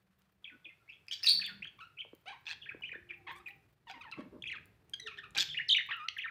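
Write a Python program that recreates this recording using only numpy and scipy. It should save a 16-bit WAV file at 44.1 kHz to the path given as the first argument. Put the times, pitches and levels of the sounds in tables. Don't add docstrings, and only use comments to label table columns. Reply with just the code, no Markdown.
import sys
import numpy as np
from scipy import signal
from scipy.fft import rfft, irfft, next_fast_len
from scipy.io import wavfile
from scipy.ndimage import uniform_filter1d

SR = 44100
rng = np.random.default_rng(int(sys.argv[2]) if len(sys.argv) > 2 else 0)


def to_wav(sig):
    pcm = np.clip(np.atleast_2d(sig), -1, 1) * 32767
    pcm = np.round(pcm).astype(np.int16)
    wavfile.write(sys.argv[1], SR, pcm.T)


def to_linear_factor(level_db):
    exponent = np.asarray(level_db, float) / 20
    return 10 ** exponent


N = 277830


def evened(x):
    return x / np.sqrt(np.mean(x ** 2) + 1e-20)


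def read(points, hz):
    f, value = np.transpose(points)
    return np.interp(np.log(hz + 1), np.log(f + 1), value)


def add(mix, s, sound):
    part = mix[round(s * SR):][:len(sound)]
    part += sound[:len(part)]


def coloured(x, gain):
    return irfft(rfft(x) * gain(np.fft.rfftfreq(len(x), 1 / SR)), len(x))


def wobble(size, span):
    return evened(uniform_filter1d(uniform_filter1d(rng.standard_normal(size), span), span))


# (time [s], level [dB])
RUMBLE_SWELL = [(0.0, -81.5), (1.19, -75), (1.61, -67), (1.912, -75.5), (2.389, -75.5), (2.79, -65.5),
                (3.16, -71), (3.58, -69.5), (3.74, -75), (4.51, -63.5), (4.769, -70), (5.509, -67.5),
                (6.3, -76.5)]
# (frequency [Hz], relative level [dB])
STREET_COLOUR = [(25, -28), (59, 8), (165, -5), (237, -14.5), (429, -12.5), (525, -23.5), (800, -21.5),
                 (1040, -28.5), (1760, -120)]
DEEP_DB, DEEP_SWING = -82, 0.86


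def street_rumble():
    t = np.arange(N) / SR
    s, upper_db = np.transpose(RUMBLE_SWELL)
    deep_db = DEEP_DB + DEEP_SWING * (upper_db - upper_db.mean())
    deep_gain = lambda hz: to_linear_factor(read(STREET_COLOUR, hz)) / (1 + (hz / 90) ** 6)
    upper_gain = lambda hz: to_linear_factor(read(STREET_COLOUR, hz)) / (1 + (90 / (hz + 1)) ** 6)
    deep = evened(coloured(rng.standard_normal(N), deep_gain))
    upper = evened(coloured(rng.standard_normal(N), upper_gain))
    deep = deep * to_linear_factor(np.interp(t, s, deep_db) + 2.88 * wobble(N, 2500))
    return deep + upper * to_linear_factor(np.interp(t, s, upper_db) + 1.0 * wobble(N, 900))


# (frequency [Hz], relative level [dB])
AIR_COLOUR = [(500, 1), (868, -10.5), (1060, -9), (1870, -11), (4210, -19.5), (6510, -26.5), (16000, -27)]
AIR_DB = -78


def room_air():
    gain = lambda hz: to_linear_factor(read(AIR_COLOUR, hz)) / (1 + (700 / (hz + 1)) ** 4)
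    air = evened(coloured(rng.standard_normal(N), gain))
    return air * to_linear_factor(AIR_DB + 0.12 * wobble(N, 500))


# (start [s], end [s], mean frequency [Hz], mean peak level [dB])
FAR_TONES = [(0, 0.487, 192, -78.5), (1.283, 1.642, 195.6, -65), (2.965, 3.55, 350.3, -70),
             (3.132, 3.628, 786, -73.5), (5.02, 5.125, 434, -61.5), (5.12, 5.287, 402.5, -68),
             (5.353, 5.649, 150, -66)]


def far_tones():
    out, t = np.zeros(N), np.arange(N) / SR
    for t0, t1, hz, db in FAR_TONES:
        fade = np.clip(np.minimum(t - t0, t1 - t) / 0.021, 0, 1)
        level = to_linear_factor(db + 4.5 * wobble(N, 600))
        cycles = np.cumsum(hz * (1 + .015 * wobble(N, 1200))) / SR
        out += level * fade * np.sin(2 * np.pi * cycles)
    return out


RUSTLES_PER_S, RUSTLE_DB, RUSTLE_HZ = 7.3, -93, 15430


def rustles():
    starts = rng.random(N) < RUSTLES_PER_S / SR
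    size = to_linear_factor(4.67 * np.minimum(rng.exponential(1, N), 1.6)) * starts
    n = np.arange(3000)
    swell = to_linear_factor(-60 * n / SR / 0.058) * np.minimum(n / 150, 1)
    puffs = signal.fftconvolve(size, swell)[:N] * rng.standard_normal(N)
    gain = lambda hz: 0.075 * (hz > 3000) + 1 / (1 + ((hz - RUSTLE_HZ) / 900) ** 2)
    return to_linear_factor(RUSTLE_DB) * evened(coloured(puffs, gain))


# (time [s], peak level of the crack [dB], centre frequency [Hz])
BRIGHT_TICKS = [(0.2189, -62.5, 3760), (1.068, -59, 1882), (1.4634, -38.5, 12240), (2.15, -52.5, 14800),
                (2.81, -60.5, 2440), (4.6565, -53, 15730), (4.896, -49, 9400), (5.3071, -51.5, 7960),
                (5.967, -56, 14800), (6.1785, -47, 15200)]


def ticks():
    out, t = np.zeros(N), np.arange(4096) / SR
    for s, db, centre_hz in BRIGHT_TICKS:
        crack = rng.standard_normal(4096) * to_linear_factor(-60 * t / 0.0073) * np.minimum(t / 0.00062, 1)
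        crack = coloured(crack, lambda hz: 0.39 * (hz > 1500) + 1 / (1 + ((hz - centre_hz) / 2500) ** 2))
        ring_level = to_linear_factor(-30 - 60 * t / .04 + 3 * wobble(4096, 100))
        ring = ring_level * np.sin(2 * np.pi * centre_hz * t)
        add(out, s, to_linear_factor(db) * (crack / abs(crack).max() + ring))
    return out


# (from [s], overtone lift [dB], slope above the 2nd partial [dB/octave],
# hoarseness [dB], room echo [dB])
CALL_VOICES = [(0, -12, 3, -22, -7.5), (.6, -21, -2, -40, -7), (.85, 7, -8.5, -22, -3.5),
               (1.06, 16.5, 6.5, -14, -4.5), (1.1, -0.5, -6, -12, -2), (1.19, 15, -10, -8, -2.5),
               (1.255, 5.5, 4, -14.5, -2.5), (1.395, 5, -9.5, -15.5, -4.5), (1.6, 1.5, 2, -19, -8.5),
               (1.77, -6.5, -0.5, -23, -6.5), (1.95, -15, 0.5, -48, -8.5), (2.24, -7, 1.5, -26, -2.5),
               (2.29, -6.5, -1, -15.5, -7.5), (2.44, -11, 7, -41, -10), (2.6, -3.5, 18.5, -30, -7),
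               (2.8, -2, 2.5, -26, -7.5), (3.07, -16.5, 11, -11, -9.5), (3.25, -9, -4, -10.5, -6),
               (3.33, -2.5, 3, -26.5, -11), (3.44, 3.5, 8, -16.5, -9), (3.85, -6.5, -7.5, -18.5, -6),
               (3.995, 5, -3, -19, -11), (4.045, -4.5, -14, -14.5, -11), (4.11, 8.5, -17, -30, -8.5),
               (4.16, -2.5, 5, 1, -3.5), (4.4, 6.5, 6.5, -20, -9.5), (4.92, 17.5, -0.5, -16.5, -10),
               (4.99, 9, 12, -22, -8), (5.05, 9, -5.5, -23, -7), (5.16, -2, -0.5, -34, -7),
               (5.33, 5, -6, -26, -8), (5.47, -7.5, -2, -37, -8.5), (5.67, 5, -11.5, -48, -8),
               (5.87, -2, -14, -39, -9), (5.916, -13.5, -20, -30, -10.5), (5.926, 4, -23, -31, -4.5),
               (5.95, -12, 0.5, -52, -11.5), (6.075, 15.5, -23, -16.5, -11), (6.15, 0, -15, -54, -8.5)]


def voice(t):
    start, *columns = np.transpose(CALL_VOICES)
    return np.array(columns)[:, np.maximum(np.searchsorted(start, t) - 1, 0)]


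ONSET_S, CUTOFF_S, GLIDE_S = .003, .002, .001


def breath(curve):
    s, hz, db = np.transpose(curve)
    s = np.maximum.accumulate(s)
    t = np.arange(s[0], s[-1], 1 / SR)
    opening = (t - t[0]) / min(ONSET_S, 0.64 * (t[-1] - t[0]))
    closing = (t[-1] - t) / CUTOFF_S
    edges = np.clip(np.minimum(opening, closing), 0, 1)
    span = max(round(GLIDE_S * SR), 1)
    smooth = lambda v: uniform_filter1d(np.interp(t, s, v), size=span, mode="nearest")
    return t, smooth(hz), to_linear_factor(smooth(db)) * np.sin(edges * np.pi / 2) ** 2


def glides(notes):
    return [[(s, a_hz, db), (s + ms / 1000, b_hz, db)] for s, ms, a_hz, b_hz, db in notes]


EFFORT = 0.48


def sing(notes, partial_db, count, jitter, shimmer_db, fastest):
    out, k = np.zeros(N), np.arange(1, count + 1)[:, None]
    drift, flutter = 1 + jitter * wobble(N, 45), wobble(N, fastest)
    fading_db = np.array([3.5 * wobble(N, 250) for _ in k])
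    shimmer = to_linear_factor(shimmer_db * wobble(N, 65))
    for t, hz, level in map(breath, notes):
        at = np.minimum((t * SR).astype(int), N - 1)
        lift_db, slope_db, hoarse_db, _ = uniform_filter1d(voice(t), size=150, mode="nearest")
        effort_db = EFFORT * np.maximum(20 * np.log10(level / level.max() + 1e-9), -30)
        overtone_db = lift_db + slope_db * np.log2(k / 2) + np.minimum(k - 1, 2) * effort_db + fading_db[:, at]
        gains = to_linear_factor(partial_db(k, hz) + (k > 1) * overtone_db) * (k * hz < SR / 2)
        cycles = np.cumsum(hz * drift[at]) / SR
        stack = (gains * np.cos(2 * np.pi * k * cycles + np.pi + 0.14 * k ** 2)).sum(0)
        stack = stack * np.sqrt(2 / (gains ** 2).sum(0))
        add(out, t[0], level * shimmer[at] * (1 + to_linear_factor(hoarse_db) * flutter[at]) * stack)
    return out


# (time [s], pitch [Hz], level [dB])
WHISTLE_CURVES = [
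    [(0.441, 3700, -61), (0.446, 3285, -40), (0.45, 2950, -56), (0.455, 2367, -51.5), (0.462, 2334, -53),
     (0.47, 2155, -65), (0.477, 2632, -51.5), (0.494, 2327, -59), (0.501, 1974, -54.5), (0.507, 1500, -69),
     (0.533, 1473, -64), (0.556, 1500, -64)],
    [(0.643, 3410, -64), (0.652, 3484, -49.5), (0.657, 2490, -50), (0.672, 2425, -53), (0.677, 2047, -77),
     (0.692, 2720, -52), (0.697, 2080, -62), (0.717, 2090, -62)],
    [(0.876, 2100, -69), (0.89, 2270, -57.5), (0.893, 2694, -53.5), (0.899, 2704, -47.5),
     (0.908, 2175, -52), (0.911, 2760, -70), (0.936, 3460, -62), (0.948, 2550, -67)],
    [(1.221, 4170, -69), (1.231, 4560, -46.5), (1.237, 5180, -33.5), (1.249, 4720, -52), (1.258, 5070, -36),
     (1.26, 4900, -23)],
    [(1.258, 4673, -34.5), (1.269, 4484, -32.5), (1.274, 3844, -22), (1.278, 3860, -30.5),
     (1.288, 4354, -26), (1.294, 4620, -25.5), (1.31, 4550, -33), (1.332, 4552, -34.5), (1.4, 4490, -44.5)],
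    [(1.41, 3684, -49), (1.418, 2634, -38), (1.425, 2450, -38.5), (1.428, 1876, -50), (1.437, 1500, -52)],
    [(1.435, 2290, -48), (1.44, 2490, -55), (1.443, 3550, -43.5), (1.457, 3470, -42.5), (1.48, 1920, -49.5),
     (1.501, 1438, -54.5), (1.53, 1407, -64)],
    [(1.62, 1710, -51), (1.625, 2385, -44.5), (1.63, 2755, -38.5), (1.638, 2793, -58), (1.642, 3160, -52),
     (1.647, 3180, -40.5), (1.651, 2330, -53), (1.655, 1500, -51), (1.66, 3000, -59), (1.665, 3230, -54.5),
     (1.67, 3480, -56), (1.678, 3080, -46.5), (1.682, 3130, -58)],
    [(1.968, 2575, -70), (1.978, 2560, -50), (1.984, 2190, -55), (1.992, 3143, -44.5), (1.999, 2924, -46),
     (2.011, 3226, -42.5), (2.02, 2200, -47), (2.042, 3190, -69)],
    [(2.605, 3670, -85), (2.624, 3360, -49), (2.63, 2770, -54.5), (2.649, 3500, -53.5), (2.66, 2384, -51),
     (2.662, 1544, -51), (2.677, 1886, -52.5), (2.684, 1912, -68), (2.694, 2610, -37), (2.709, 1318, -61),
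     (2.724, 1735, -46), (2.727, 1720, -67)],
    [(2.82, 2910, -47.5), (2.828, 2945, -48), (2.832, 2874, -58.5), (2.838, 2342, -39.5),
     (2.86, 3010, -47.5), (2.865, 3176, -57.5), (2.89, 2930, -50.5), (2.895, 1910, -46.5),
     (2.91, 1866, -79), (2.919, 2512, -37.5), (2.927, 2330, -45), (2.936, 1676, -48.5),
     (2.943, 1425, -55.5), (2.954, 1823, -42), (2.968, 1500, -67)],
    [(3.088, 3080, -61.5), (3.102, 2355, -47), (3.113, 2368, -42), (3.118, 1940, -60), (3.128, 1862, -54),
     (3.137, 2793, -51.5), (3.152, 2260, -56)],
    [(3.458, 2795, -58), (3.462, 2542, -45), (3.484, 2360, -47.5), (3.486, 1870, -51.5), (3.496, 2145, -62),
     (3.512, 2840, -52.5)],
    [(4.421, 2753, -41), (4.426, 3560, -39), (4.433, 3302, -89), (4.441, 2410, -37), (4.449, 3326, -85),
     (4.459, 2326, -43.5), (4.472, 2743, -47), (4.475, 3430, -44), (4.504, 1933, -46.5),
     (4.515, 2960, -48.5), (4.52, 2586, -38.5), (4.527, 2068, -43.5), (4.548, 1470, -52.5),
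     (4.55, 2775, -57.5), (4.572, 2412, -45), (4.577, 1740, -65.5), (4.587, 1600, -51)],
    [(5.488, 2450, -39), (5.494, 3643, -44.5), (5.518, 3110, -46.5), (5.534, 3630, -43.5),
     (5.544, 2770, -48), (5.547, 1835, -40), (5.556, 2454, -46), (5.568, 2400, -50.5), (5.578, 2915, -30.5),
     (5.586, 2847, -35), (5.589, 1950, -35.5), (5.594, 1586, -45.5), (5.602, 1864, -34.5),
     (5.63, 2930, -57)],
    [(5.683, 5880, -47), (5.693, 3814, -28), (5.698, 3048, -33), (5.703, 3105, -23), (5.709, 3952, -27),
     (5.723, 2975, -24), (5.729, 3730, -20.5), (5.74, 3576, -36), (5.751, 2278, -30), (5.758, 2305, -39),
     (5.762, 2840, -29.5), (5.769, 3050, -25.5), (5.782, 2420, -37), (5.786, 1875, -35.5),
     (5.794, 2168, -38), (5.81, 1695, -37)],
    [(6.163, 2280, -48.5), (6.174, 1640, -42), (6.179, 1970, -70), (6.182, 3590, -53), (6.187, 2920, -33.5),
     (6.199, 1883, -42.5), (6.208, 3020, -46), (6.218, 3700, -54), (6.223, 2570, -39), (6.227, 3170, -48),
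     (6.244, 1748, -41.5), (6.253, 1913, -38.5), (6.265, 1212, -45), (6.275, 2210, -56),
     (6.28, 2460, -43.5), (6.299, 1320, -51)],
]
# (time [s], length [ms], start pitch [Hz], end pitch [Hz], level [dB])
PEEP_NOTES = [(1.2, 13, 1680, 1710, -64.5), (1.262, 9.1, 2850, 2540, -41), (1.396, 10, 1800, 1696, -51.5),
              (4.549, 17, 1350, 1150, -55), (5.015, 28.3, 4000, 3780, -55), (6.086, 2.8, 2840, 2860, -25)]
# (start [s], end [s], mean beat rate [1/s], depth [0-1])
SYRINX_BEATS = [(1.262, 1.4, 215, 0.45)]
WHISTLE_PARTIALS = [14, -16.5, -25.5, -49.5]
# (frequency [Hz], gain [dB])
WHISTLE_THROAT_GAIN = [(4000, 12.5), (5000, -10.5), (6200, 4.5), (7800, -8.5), (9100, 11), (11200, -23),
                       (13600, 12.5)]


def whistles():
    clock, beats = np.arange(N) / SR, np.ones(N, complex)
    for t0, t1, per_s, depth in SYRINX_BEATS:
        turn = np.exp(-2j * np.pi * np.cumsum(per_s * (1 + 0.09 * wobble(N, 200))) / SR)
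        fade = np.clip(np.minimum(clock - t0, t1 - clock) / ONSET_S, 0, 1)
        beats += (depth * turn + 0.97 * depth ** 2 * turn ** 2) * fade
    base_db = np.array(WHISTLE_PARTIALS)[:, None]
    partial_db = lambda k, hz: base_db + (k > 1) * read(WHISTLE_THROAT_GAIN, k * hz)
    notes = WHISTLE_CURVES + glides(PEEP_NOTES)
    pure = sing(notes, partial_db, count=4, jitter=.008, shimmer_db=2.5, fastest=24)
    return (signal.hilbert(pure, next_fast_len(N))[:N] * beats).real


# (frequency [Hz], level at the spot's own pitch [dB], free decay t60 [s])
BOX_MODES = [(163, -6, 0.077), (188, -7, 0.18), (260, 2, 0.033), (340, -4.5, 0.16), (470, 8, 0.015),
             (612, -1.5, 0.076), (930, 14.5, 0.01), (1500, -1, .008)]


def box(spot_hz, db_per_octave):
    t, (hz, db, t60) = np.arange(4000) / SR, np.transpose(BOX_MODES)[:, :, None]
    sign = (-1) ** np.arange(len(BOX_MODES))[:, None]
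    mode_db = db - 60 * t / t60 - db_per_octave * abs(np.log2(hz / spot_hz))
    modes = sign * np.sin(2 * np.pi * hz * t) * to_linear_factor(mode_db)
    return modes.sum(0) * np.minimum(t / 0.00054, 1)


def radiated(x):
    return coloured(x, lambda hz: 1 / (1 + (140 / (hz + 1)) ** 4))


# (time [s], length [ms], level before the bass cut [dB], pitch of the spot [Hz])
FOOT_SHUFFLES = [(0.51, 62, -66.5, 275), (0.642, 48, -69, 318), (3.932, 81, -67, 260),
                 (4.174, 26.6, -42.5, 270), (4.209, 28, -51.5, 202), (4.246, 17.6, -53, 253),
                 (4.261, 16, -55.5, 260), (4.314, 78, -53.5, 328), (5.353, 59, -58.5, 340)]


def shuffles():
    out, t = np.zeros(N), np.arange(4000) / SR
    for s, ms, db, spot_hz in FOOT_SHUFFLES:
        rub = rng.standard_normal(4000) * np.sin(np.pi * np.minimum(t * 1000 / ms, 1)) ** .5
        answer = evened(signal.fftconvolve(rub, box(spot_hz, db_per_octave=17)))
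        add(out, s, to_linear_factor(db) * answer * np.sqrt(ms / 1000 * SR / 8000))
    return radiated(out)


# (time [s], pitch [Hz], level [dB])
SQUAWK_CURVES = [
    [(1.783, 1333, -74.5), (1.792, 1134, -53), (1.797, 1078, -69.5), (1.805, 1210, -52.5),
     (1.807, 1491, -51.5), (1.82, 1260, -52.5), (1.85, 1434, -57), (1.89, 1290, -78.5)],
    [(2.256, 585, -57.5), (2.272, 741, -52), (2.285, 768, -45), (2.296, 890, -51), (2.31, 764, -51),
     (2.322, 851, -52), (2.33, 1140, -53), (2.342, 911, -57.5), (2.38, 1134, -67)],
    [(3.266, 1064, -60.5), (3.272, 1118, -46), (3.285, 864, -50.5), (3.31, 1085, -49), (3.334, 1052, -58.5),
     (3.35, 1100, -68), (3.356, 1168, -57), (3.38, 1150, -57), (3.394, 1093, -82.5), (3.402, 1230, -60),
     (3.415, 1270, -60)],
    [(3.868, 1037, -56), (3.879, 915, -53.5), (3.897, 896, -62.5), (3.899, 717, -46.5), (3.913, 808, -53),
     (3.937, 756, -71), (3.939, 1067, -50), (3.951, 964, -57), (3.982, 930, -52)],
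    [(4.006, 1253, -72), (4.012, 1290, -47.5), (4.022, 1181, -52.5), (4.032, 960, -61.5),
     (4.038, 1564, -55), (4.047, 1360, -56), (4.053, 1008, -54.5), (4.085, 831, -54), (4.103, 945, -59.5)],
    [(4.12, 1343, -62), (4.125, 1367, -41), (4.134, 1312, -48), (4.142, 995, -51), (4.15, 1275, -70.5),
     (4.17, 1083, -63.5), (4.204, 1145, -59.5), (4.214, 1000, -58.5)],
    [(5.059, 2036, -53), (5.072, 1740, -42), (5.075, 1443, -43), (5.09, 1234, -47.5), (5.098, 1210, -75),
     (5.101, 1307, -52), (5.122, 1083, -56), (5.134, 1350, -59), (5.146, 1230, -50)],
    [(5.176, 1350, -77.5), (5.18, 1640, -55), (5.189, 1842, -40), (5.197, 1403, -54.5), (5.204, 1750, -65),
     (5.217, 1816, -58), (5.231, 1280, -70.5), (5.239, 1243, -46), (5.246, 1500, -54.5), (5.257, 1157, -56),
     (5.272, 1314, -63)],
    [(5.887, 960, -46), (5.892, 1135, -46), (5.899, 1240, -38.5), (5.904, 900, -50)],
    [(5.906, 897, -39), (5.91, 1000, -37.5), (5.913, 1490, -37), (5.919, 1950, -35.5), (5.925, 1802, -37.5),
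     (5.929, 1277, -38.5), (5.939, 1485, -43), (5.944, 1384, -38.5), (5.958, 1396, -56),
     (6.004, 1202, -46.5), (6.04, 1246, -46), (6.069, 1388, -53.5), (6.076, 1260, -63)],
]
# (time [s], length [ms], start pitch [Hz], end pitch [Hz], level [dB])
CHIP_NOTES = [(.801, 34, 1414, 1330, -75), (1.082, 4.2, 2660, 2420, -38), (1.1105, 6, 2755, 3400, -34.5),
              (1.122, 5.5, 3235, 3500, -40.5), (1.231, 2, 2130, 2180, -34), (1.241, 8.2, 2667, 2765, -35),
              (4.934, 11, 1637, 1567, -37), (4.996, 8.9, 1906, 2026, -43.5),
              (6.083, 4.55, 1850, 2370, -32.5)]
# (frequency [Hz], gain [dB])
SQUAWK_THROAT_GAIN = [(600, -5.5), (1000, -2.5), (1800, 3.5), (2600, 7), (3600, -1), (5200, -15.5),
                      (6400, -18.5), (7600, -34), (9000, -20.5), (10500, -45), (15000, -53.5)]


def squawks():
    partial_db = lambda k, hz: read(SQUAWK_THROAT_GAIN, k * hz)
    notes = SQUAWK_CURVES + glides(CHIP_NOTES)
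    return sing(notes, partial_db, count=16, jitter=.013, shimmer_db=1.2, fastest=18)


# (time [s], length [ms], mean burst rate [1/s], level [dB], tilt [dB/octave],
# mouth resonance [Hz], its fall-off [dB/octave])
RASP_CALLS = [(1.113, 30.6, 190, -45.5, 6, 5000, 5), (1.257, 52, 195, -40.5, 6, 4440, 8),
              (2.4535, 85, 160, -44, -1, 3340, 3), (3.268, 52.4, 193, -51.5, -17, 3300, 14.5),
              (3.877, 40.6, 206, -54, 1, 2970, -0.5), (4.113, 9.5, 216, -54, 2.5, 3030, 1.5),
              (4.552, 11.5, 184, -55, 3.5, 3000, 19.5), (5.167, 18, 183, -56, -2, 3000, 10),
              (5.348, 15, 465, -45, -3.5, 2200, -5.5), (5.363, 15, 290, -36, -3, 2800, 5),
              (5.374, 18.4, 208, -30, 4.5, 3600, 3.5), (5.3947, 37.7, 190, -31.5, 4, 4800, 5),
              (5.888, 21, 144, -50.5, -11, 2700, 16)]
# (frequency [Hz], gain [dB])
RASP_THROAT_GAIN = [(180, -65), (300, -24.5), (1300, -3.5), (2280, 0), (3190, 0), (3640, 3), (4160, -5),
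                    (5700, -10.5), (9390, -28.5), (10200, -44), (14700, -26), (16000, -77.5)]
RASP_VOICE_HZ, RASP_VOICED = 827, 0.68


def rasps():
    out, size = np.zeros(N), 8192
    t = np.arange(size) / SR
    for s, ms, per_s, db, tilt_db, mouth_hz, focus_db in RASP_CALLS:
        length = ms / 1000
        turns = np.cumsum(per_s * (1 + 0.05 * wobble(size, 150))) / SR
        cycles = np.cumsum(RASP_VOICE_HZ * (1 + 0.043 * wobble(size, 300))) / SR
        folds = sum(to_linear_factor(5 * wobble(size, 350)) * np.cos(2 * np.pi * k * cycles + k ** 2) for k in range(1, 19))
        air = RASP_VOICED * evened(folds) + (1 - RASP_VOICED) * rng.standard_normal(size)
        bursts = (.24 + np.exp(-((turns % 1 - .5) / .24) ** 2)) * to_linear_factor(2.8 * wobble(size, 160))
        gate = np.clip(np.minimum(t / (0.19 * length), (length - t) / (0.097 * length)), 0, 1)
        octaves = lambda hz: np.log2((hz + 1) / mouth_hz).clip(-2, 2)
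        mouth_db = lambda hz: tilt_db * octaves(hz) - focus_db * abs(octaves(hz))
        sound = coloured(bursts * air * gate, lambda hz: to_linear_factor(read(RASP_THROAT_GAIN, hz) + mouth_db(hz)))
        add(out, s, to_linear_factor(db) * evened(sound) * np.sqrt(length * SR / size))
    return out


# (time [s], strike level before the bass cut [dB], pitch of the spot struck [Hz])
CLAW_KNOCKS = [(2.049, -47.5, 604), (2.06, -51, 414), (2.132, -35.5, 344), (2.746, -34, 337),
               (2.768, -50, 400), (2.81, -56.5, 786), (2.928, -47, 400), (2.955, -38, 363)]
KNOCK_T60_S = 0.04


def knocks():
    out, t = np.zeros(N), np.arange(4000) / SR
    for s, db, spot_hz in CLAW_KNOCKS:
        add(out, s, to_linear_factor(db - 60 * t / KNOCK_T60_S) * box(spot_hz, db_per_octave=23))
    return radiated(out)


# (time [s], length [ms], level [dB], centre frequency [Hz])
TREBLE_SWELLS = [(3.315, 20, -70.5, 14720), (3.352, 46, -72.5, 8900), (3.47, 36, -71.5, 14100),
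                 (5.862, 11, -69.5, 14800)]


def treble_swells():
    out, t = np.zeros(N), np.arange(4096) / SR
    for s, ms, db, centre_hz in TREBLE_SWELLS:
        arch = np.sin(np.pi * np.minimum(t * 1000 / ms, 1)) ** .5
        grains = rng.standard_normal(4096) * to_linear_factor(4 * wobble(4096, 40)) * arch
        swell = coloured(grains, lambda hz: .5 * (hz > 4000) + 1 / (1 + ((hz - centre_hz) / 2000) ** 2))
        add(out, s, to_linear_factor(db) * evened(swell) * np.sqrt(ms / 1000 * SR / 4096))
    return out


# (frequency [Hz], late decay t60 [s])
ROOM_DECAY = [(300, 0.077), (1500, 0.52), (3000, 0.35), (5000, 0.44), (9000, 0.37), (15000, 0.39)]
# (frequency [Hz], relative level [dB])
WALL_COLOUR = [(4000, 0.5), (7000, -5), (10000, -7), (15000, 0)]
EARLY_DB, EARLY_S = 6, 0.038


def room(x):
    taps = np.zeros(SR)
    at = np.arange(130, SR - 20, 20)
    taps[at + rng.integers(0, 20, len(at))] = rng.choice([-1., 1.], len(at))
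    hz, t, z = signal.stft(taps, SR, nperseg=256)
    early_db = EARLY_DB * np.exp(-t / EARLY_S)
    decay_db = -60 * t / read(ROOM_DECAY, hz)[:, None]
    gain = to_linear_factor(read(WALL_COLOUR, hz)[:, None] + early_db + decay_db)
    tail = signal.istft(z * gain, SR, nperseg=256)[1]
    return signal.fftconvolve(x, tail / np.linalg.norm(tail))[:N]


def scene():
    birds = whistles() + squawks() + rasps()
    noises = knocks() + shuffles() + ticks() + treble_swells()
    echo = to_linear_factor(uniform_filter1d(voice(np.arange(N) / SR)[-1], size=100))
    echoes = room(echo * birds + to_linear_factor(-8.0) * noises)
    background = street_rumble() + room_air() + far_tones()
    return (birds + noises + echoes + background + rustles())[None]


def top_cut(x):
    return signal.sosfilt(signal.butter(12, 16490, fs=SR, output="sos"), x)


# (frequency [Hz], gain [dB])
MICROPHONE_RESPONSE = [(10500, 0.5), (14500, 1), (15400, -1), (15900, -15), (16500, -27.5)]


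def record(dry):
    heard = coloured(dry[0], lambda hz: to_linear_factor(read(MICROPHONE_RESPONSE, hz)))
    treble = coloured(heard, lambda hz: 1 / (1 + (650 / (hz + 1)) ** 4))
    level_db = 10 * np.log10(abs(uniform_filter1d(treble ** 2, size=600)) + 1e-12)
    shut_db = np.clip(3.5 * (level_db + 77.0), -7, 0)
    out = heard + treble * (to_linear_factor(uniform_filter1d(shut_db, size=400)) - 1)
    return top_cut(out[None])


dry = scene()
out = record(dry)
to_wav(out)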